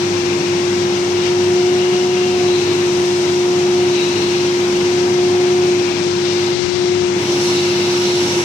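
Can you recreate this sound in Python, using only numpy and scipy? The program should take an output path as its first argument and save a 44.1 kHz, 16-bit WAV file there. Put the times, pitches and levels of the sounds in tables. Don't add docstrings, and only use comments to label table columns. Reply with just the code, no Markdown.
import sys
import numpy as np
from scipy import signal
from scipy.fft import rfft, irfft
from scipy.io import wavfile
from scipy.ndimage import map_coordinates

SR = 44100
rng = np.random.default_rng(int(sys.argv[2]) if len(sys.argv) > 2 else 0)


def pcm_store(signal):
    levels = np.round(np.clip(np.atleast_2d(signal), -1, 1) * 32767)
    wavfile.write(sys.argv[1], SR, levels.astype(np.int16).T)


N = 372204
T = np.arange(N) / SR
BINS_HZ = np.fft.rfftfreq(N, 1 / SR)

# time it seals again in seconds, half length in
# seconds, extra flutter from 0 to 1, speed-up left in Hz, change of the note in dB (minus is a dip).
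STROKE_TURNS = [(0.435, 0.06, 0, 0.56, 2), (2.686, 0.076, 0.22, 3.64, 0.5), (4.217, 0.12, 0.24, 1.02, 0),
                (5.993, 0.11, 0.1, 1.5, -1), (7.281, 0.15, 0.15, 0.93, -4.5), (8.366, 0.084, 0.1, 1, -2.5)]
LEAK_LEAD_S = 0.028
# time in seconds, half length in seconds, share of note lost.
WATER_GULPS = [(0.394, 0.0062, 0.8), (0.423, .006, 0.84), (0.473, 0.022, .28), (2.613, 0.009, 0.52),
               (2.647, .006, 0.2), (2.671, 0.0069, 0.48), (2.738, 0.01, .27), (2.774, 0.0078, 0.34),
               (4.214, 0.0036, 0.5), (5.936, .012, 0.4), (5.98, 0.01, 0.35), (7.199, 0.0052, .35),
               (7.24, .02, .15), (7.274, 0.007, 0.4), (8.283, 0.023, 0.35), (8.336, .009, 0.4),
               (8.43, .02, 0.6)]

def turbine(free_hz=352, vacuum_lag_s=0.053, flutter_hz=65, second_ratio=1.0678, second_db=-24):
    rise = speed_up()
    hz = free_hz + rise
    vacuum = np.interp(T - vacuum_lag_s, T, rise)
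    tank_ring_db = 2.5 * bell(vacuum, centre=6.96, half=2.08)
    note_db = -17.5 + 2 * seal(vacuum) + tank_ring_db
    note_db += sum(reseal(dip, s) for s, *_, dip in STROKE_TURNS)
    octave_db = -47.5 + 16 * seal(rise) ** 1.27
    shaft = angle(hz)
    depth = 0.048 + sum(extra * bell(T, s, half) for s, half, extra, *_ in STROKE_TURNS)
    flutter = 1 + depth * (wander(flutter_hz) + 1j * wander(flutter_hz)) / np.sqrt(2)
    passage = np.prod([1 - lost * bell(T, s, half) for s, half, lost in WATER_GULPS], axis=0)
    note = undb(note_db) * np.exp(1j * shaft)
    octave = undb(octave_db + 1.4 * wander(7.2)) * np.exp(2j * shaft)
    second = undb(note_db + second_db) * np.sin(angle(hz * second_ratio))
    return np.sqrt(2) * (passage * np.imag((note + octave) * flutter) + second)


# start of the press in seconds,
# end in seconds, speed-up while gliding in Hz, top speed-up in Hz.
TOOL_PULLS = [(.96, 2.282, 2.88, 10), (3.204, 3.798, 4.6, 6.4), (4.719, 5.6, 4.1, 7.4),
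              (6.482, 6.99, 3.06, 6.56), (7.803, 8.17, 3, 4.4)]

def speed_up(start_hz=1.46, recover_s=0.2135, flattening=1.48):
    points = [(0.006, start_hz)] + [(s - LEAK_LEAD_S, rise) for s, _, _, rise, _ in STROKE_TURNS]
    along = np.linspace(0, 1, num=8)
    for (turn, *_), (start, end, glide, top) in zip(STROKE_TURNS, TOOL_PULLS):
        points.append((turn + recover_s, glide))
        climb = top - (top - glide) * (1 - along) ** flattening
        points += zip(start + (end - start) * along, climb)
    return curves(sorted(points))[0]


def seal(rise, sealed_hz=8.45):
    return np.sin(np.pi / 2 * np.clip(rise / sealed_hz, 0, 1)) ** 2


def reseal(dip_db, s, dip_s=0.057, snap_s=0.0015, overshoot_s=0.0086, swell_db=1.5, swell_s=0.37):
    sealed = (1 + np.tanh((T - s) / snap_s)) / 2
    away = abs(T - s)
    dip = dip_db * np.exp(-away / dip_s)
    overshoot = -1.1 * dip_db * np.exp(-away / overshoot_s)
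    swell = swell_db * np.exp(-away / swell_s)
    return (1 - sealed) * dip + sealed * (overshoot + swell)


# pitch in Hz, base level in dB per Hz.
SLOT_HISS = [(40, -80), (250, -67.5), (600, -59.5), (950, -58), (1150, -59), (1800, -59), (2200, -57.5),
             (2750, -58), (3400, -59), (4900, -60), (5800, -57.5), (7200, -67), (8700, -72), (9700, -84.5),
             (11200, -86), (14500, -103)]
# pitch in Hz, half width in Hz, lift in dB.
TUBE_RINGS = [(510, 16, 6.5), (595, 31, 0.5), (800, 26, 3), (1055, 23, 4.5), (1306, 38, 2.5), (1460, 18, 4),
              (1600, 19, 0.5), (2100, 35, 4), (2766, 61, 2.5), (4560, 240, -0.9)]
# time in seconds, half length in seconds,
# pitch in Hz, half width in Hz, lift in dB, slide in Hz per second.
SLOT_WHISTLES = [(0.377, 0.15, 2480, 260, 5.5, 0), (1.4, 0.4, 2820, 130, 3.5, 0),
                 (1.92, 0.24, 2860, 120, 6, -3), (2.26, 0.19, 2730, 135, 6, -400),
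                 (2.527, 0.085, 4010, 270, 7.5, 1.5), (2.72, .17, 3950, 350, 4.5, 0),
                 (2.7, 0.33, 2550, 330, 3, 0), (4.004, 0.098, 3910, 210, 8.6, 0),
                 (4.208, 0.19, 4130, 380, 6, 0), (4.11, 0.34, 2720, 260, 4, 0),
                 (4.303, .2, 6100, 755, 1.6, 0), (4.795, 0.054, 2820, 150, 3, -1),
                 (5.79, 0.24, 2450, 220, 5, -250), (5.895, .045, 2480, 200, 3, 0),
                 (6.8, .1, 3900, 450, 1.5, 2), (7.46, .05, 4245, 140, 4, -2200),
                 (7.573, 0.046, 3870, 170, 7, 0), (7.76, 0.34, 2700, 260, 4.2, 0),
                 (7.42, 0.14, 5550, 550, 3.5, 0), (8.0, .25, 5550, 450, 3.5, 0),
                 (7.87, .12, 3950, 300, 3, 0), (8.09, .07, 4080, 260, 3.5, 0), (8.38, .13, 5620, 700, 4, 0),
                 (8.38, 0.11, 2750, 280, 2.5, 0)]
# time in seconds, lift in dB.
TILT_BRIGHTNESS = [(5.7, 1), (6.3, 4.5), (6.55, 4), (6.85, 3), (7.08, -0.5), (7.18, -1.5), (7.27, 1),
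                   (7.38, 0.5), (7.58, 3.5), (8.08, 1.5), (8.44, -2)]
# time in seconds, half length in seconds, lift in dB.
AIR_RUSHES = [(3.0, .22, 1.5), (7.447, 0.078, 4)]
ECHO_DELAYS_MS = [1.3, 2.4, 3.6, 5.1, 7]

def slot(spatter_db=0.32, tuft_db=0.5, ripple_db=0.55, drift_ms=0.13, across_ms=0.22):
    level_db = -1 - 0.93 * seal(speed_up())
    tufts = [(hz, wander(9)) for hz in np.geomspace(1000, 8000, num=8)]
    tube = ringing(TUBE_RINGS)
    echo_lags = [(ms + drift_ms * wander(1)) / 1000 for ms in ECHO_DELAYS_MS]

    def colour_db(hz, s):
        whistles = sum(lift * bell(s, at, half) * bell(hz, centre + slide * (s - at), width)
                       for at, half, centre, width, lift, slide in SLOT_WHISTLES)
        bright = curves(TILT_BRIGHTNESS, s)[0] * bell(hz, centre=4320, half=990)
        rush_db = sum(lift * bell(s, at, half) for at, half, lift in AIR_RUSHES)
        rush = rush_db * bell(hz, centre=10000, half=3300)
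        ripple = sum(np.cos(2 * np.pi * hz * np.interp(s, T, lag)) for lag in echo_lags)
        patches = sum(np.interp(s, T, nudge) * bell(hz, centre, 0.36 * centre) for centre, nudge in tufts)
        return whistles + bright + rush + ripple_db * ripple + tuft_db * patches

    straight = rfft(noise(SLOT_HISS))
    straight_share = 0.26 / (1 + (BINS_HZ / 4500) ** 4)
    sides = []
    for lag_ms in (0, across_ms):
        delay = np.exp(-2j * np.pi * BINS_HZ * lag_ms / 1000)
        room = rfft(noise(SLOT_HISS))
        heard = np.sqrt(straight_share) * straight * delay + np.sqrt(1 - straight_share) * room
        sides.append(moving_filter(irfft(heard * tube, N), colour_db))
    return np.array(sides) * undb(level_db + spatter_db * wander(40))


# pitch in Hz, base level in dB per Hz.
HOSE_ROAR = [(20, -90), (50, -72.5), (88, -66.5), (102, -56), (120, -62), (140, -54), (185, -52),
             (225, -55), (285, -51), (330, -53.5), (400, -55.5), (500, -62.5), (900, -62.5), (4000, -105)]
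# pitch in Hz, half width in Hz, lift in dB.
HOSE_RINGS = [(109, 5.6, 6.5), (187, 5.4, 4), (206, 11, -3), (239, 6, 1.5), (287, 7.4, 0.5), (314, 11, -4),
              (469, 7.4, -0.5), (453, 7.1, 3.5), (554, 12, -4.5), (650, 9, 1), (707, 12, -5), (930, 7.9, 6)]

def hose(burble_db=1.3, surge_db=0.97, room_db=-15):
    leak = sum(bell(T, s - LEAK_LEAD_S, half) for s, half, *_ in STROKE_TURNS)
    air = noise(HOSE_ROAR)
    room = undb(room_db) * noise(HOSE_ROAR) * np.array([[1], [-1]])
    roar = irfft(rfft(air + room) * ringing(HOSE_RINGS), N)
    return roar * undb(burble_db * leak + surge_db * wander(6.3))


# pitch in Hz, level in dB, pitch wobble in Hz,
# how much louder the left side is in dB.
HUM_TONES = [(99.85, -37.5, 0.73, 0.5), (133.9, -41, 1.97, 1.5), (148.8, -38.5, 0.94, -1.5),
             (201, -34, 0.653, -2.5), (528.4, -46.5, 2.37, -5), (825, -47.5, 3.69, -7), (946, -43, 1.9, -4),
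             (972, -50, 1.6, 11), (2280, -42.5, 6.14, 2)]

def pump(waver_db=1.5):
    hum = 0
    for hz, db, wobble_hz, pan_db in HUM_TONES:
        tone = np.sin(angle(hz + wobble_hz * wander(6))) * undb(db + waver_db * wander(4))
        hum = hum + np.sqrt(2) * tone * undb(np.array([[pan_db], [-pan_db]]) / 2)
    return hum


# time in seconds, base treble loss in dB.
HAND_COVER = [(0.0, 13), (0.16, 16.5), (3.17, 12), (4.84, 10.5), (4.94, 14), (5.71, 13.5), (6.09, 25.5),
              (6.49, 11.5), (6.58, 36), (6.72, 34), (6.86, 25), (7.01, 29), (7.14, 24.5), (7.21, 8),
              (7.52, 3.5), (7.76, 7), (7.97, 3), (8.44, 1.5)]
# pitch in Hz, lift in dB, how strongly the treble loss counts there.
OPENING_TONE = [(400, 0, 0), (950, -0.5, 0.12), (1400, -3.5, 0.15), (2200, -2, 0.51), (2800, -0.5, 0.68),
                (4100, 4, 0.97), (4900, 1.5, 1.1), (5800, -0.5, 1.22), (7300, 4, 1.1), (8540, 4.5, 0.95),
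                (10100, 13.5, 0.86), (11300, 12.5, 0.7), (13200, 15.5, 0.42)]

def hand_over_microphone(sound, shut_db=31, detour_ms_per_db=0.011, rub_db=-2, touch_db=9):
    cover_db, = curves(HAND_COVER)
    bass_loss_db = 0.066 * cover_db + 10.5 * np.minimum(cover_db / shut_db, 1) ** 8.2

    def shadow_db(hz, s):
        bass_db, treble_db = np.interp(s, T, bass_loss_db), np.interp(s, T, cover_db)
        lift_db, weight = spectra(OPENING_TONE, hz)
        return lift_db - bass_db - weight * (treble_db - bass_db)

    dulled = moving_filter(sound, shadow_db)
    detour_s = detour_ms_per_db * cover_db / 1000
    delayed = map_coordinates(dulled, [(T - detour_s) * SR], order=3, mode="nearest")
    rub = noise([(20, -62), (55, -56), (90, -43.5), (200, -67), (1000, -120)])
    pressure = np.clip(bass_loss_db / touch_db, 0, 1) ** 2
    return delayed + rub * undb(rub_db) * pressure


def undb(db):
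    return 10 ** (np.asarray(db) / 20)


def curves(table, at=T):
    s, *columns = np.transpose(table)
    return [np.interp(at, s, column) for column in columns]


def spectra(table, at):
    hz, *columns = np.transpose(table)
    return [np.interp(np.log(at + 1), np.log(hz), column) for column in columns]


def noise(table):
    db, = spectra(table, BINS_HZ)
    return irfft(rfft(rng.standard_normal(N)) * undb(db), N) * np.sqrt(SR / 2)


def ringing(table):
    return undb(sum(lift * bell(BINS_HZ, centre, width) for centre, width, lift in table))


def wander(rate_hz):
    steps = rng.standard_normal(int(2 * rate_hz * N / SR) + 2)
    smooth = signal.resample_poly(steps, up=8, down=1)
    return np.interp(T * 2 * rate_hz * 8, np.arange(len(smooth)), smooth)


def bell(x, centre, half):
    return np.exp(-((x - centre) / half) ** 2)


def angle(hz):
    return 2 * np.pi * (np.cumsum(hz) / SR + rng.random())


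def moving_filter(sound, gain_db):
    hz, s, frames = signal.stft(sound, SR, nperseg=1024)
    return signal.istft(frames * undb(gain_db(hz[:, None], s)), SR, nperseg=1024)[1][:N]


def scene():
    left, right = turbine() + hose() + pump() + slot()
    return np.array([left, hand_over_microphone(right)])


def record(dry, top_hz=14550):
    return signal.sosfilt(signal.ellip(10, 0.1, 80, top_hz, fs=SR, output="sos"), dry)


dry = scene()
out = record(dry)
pcm_store(out)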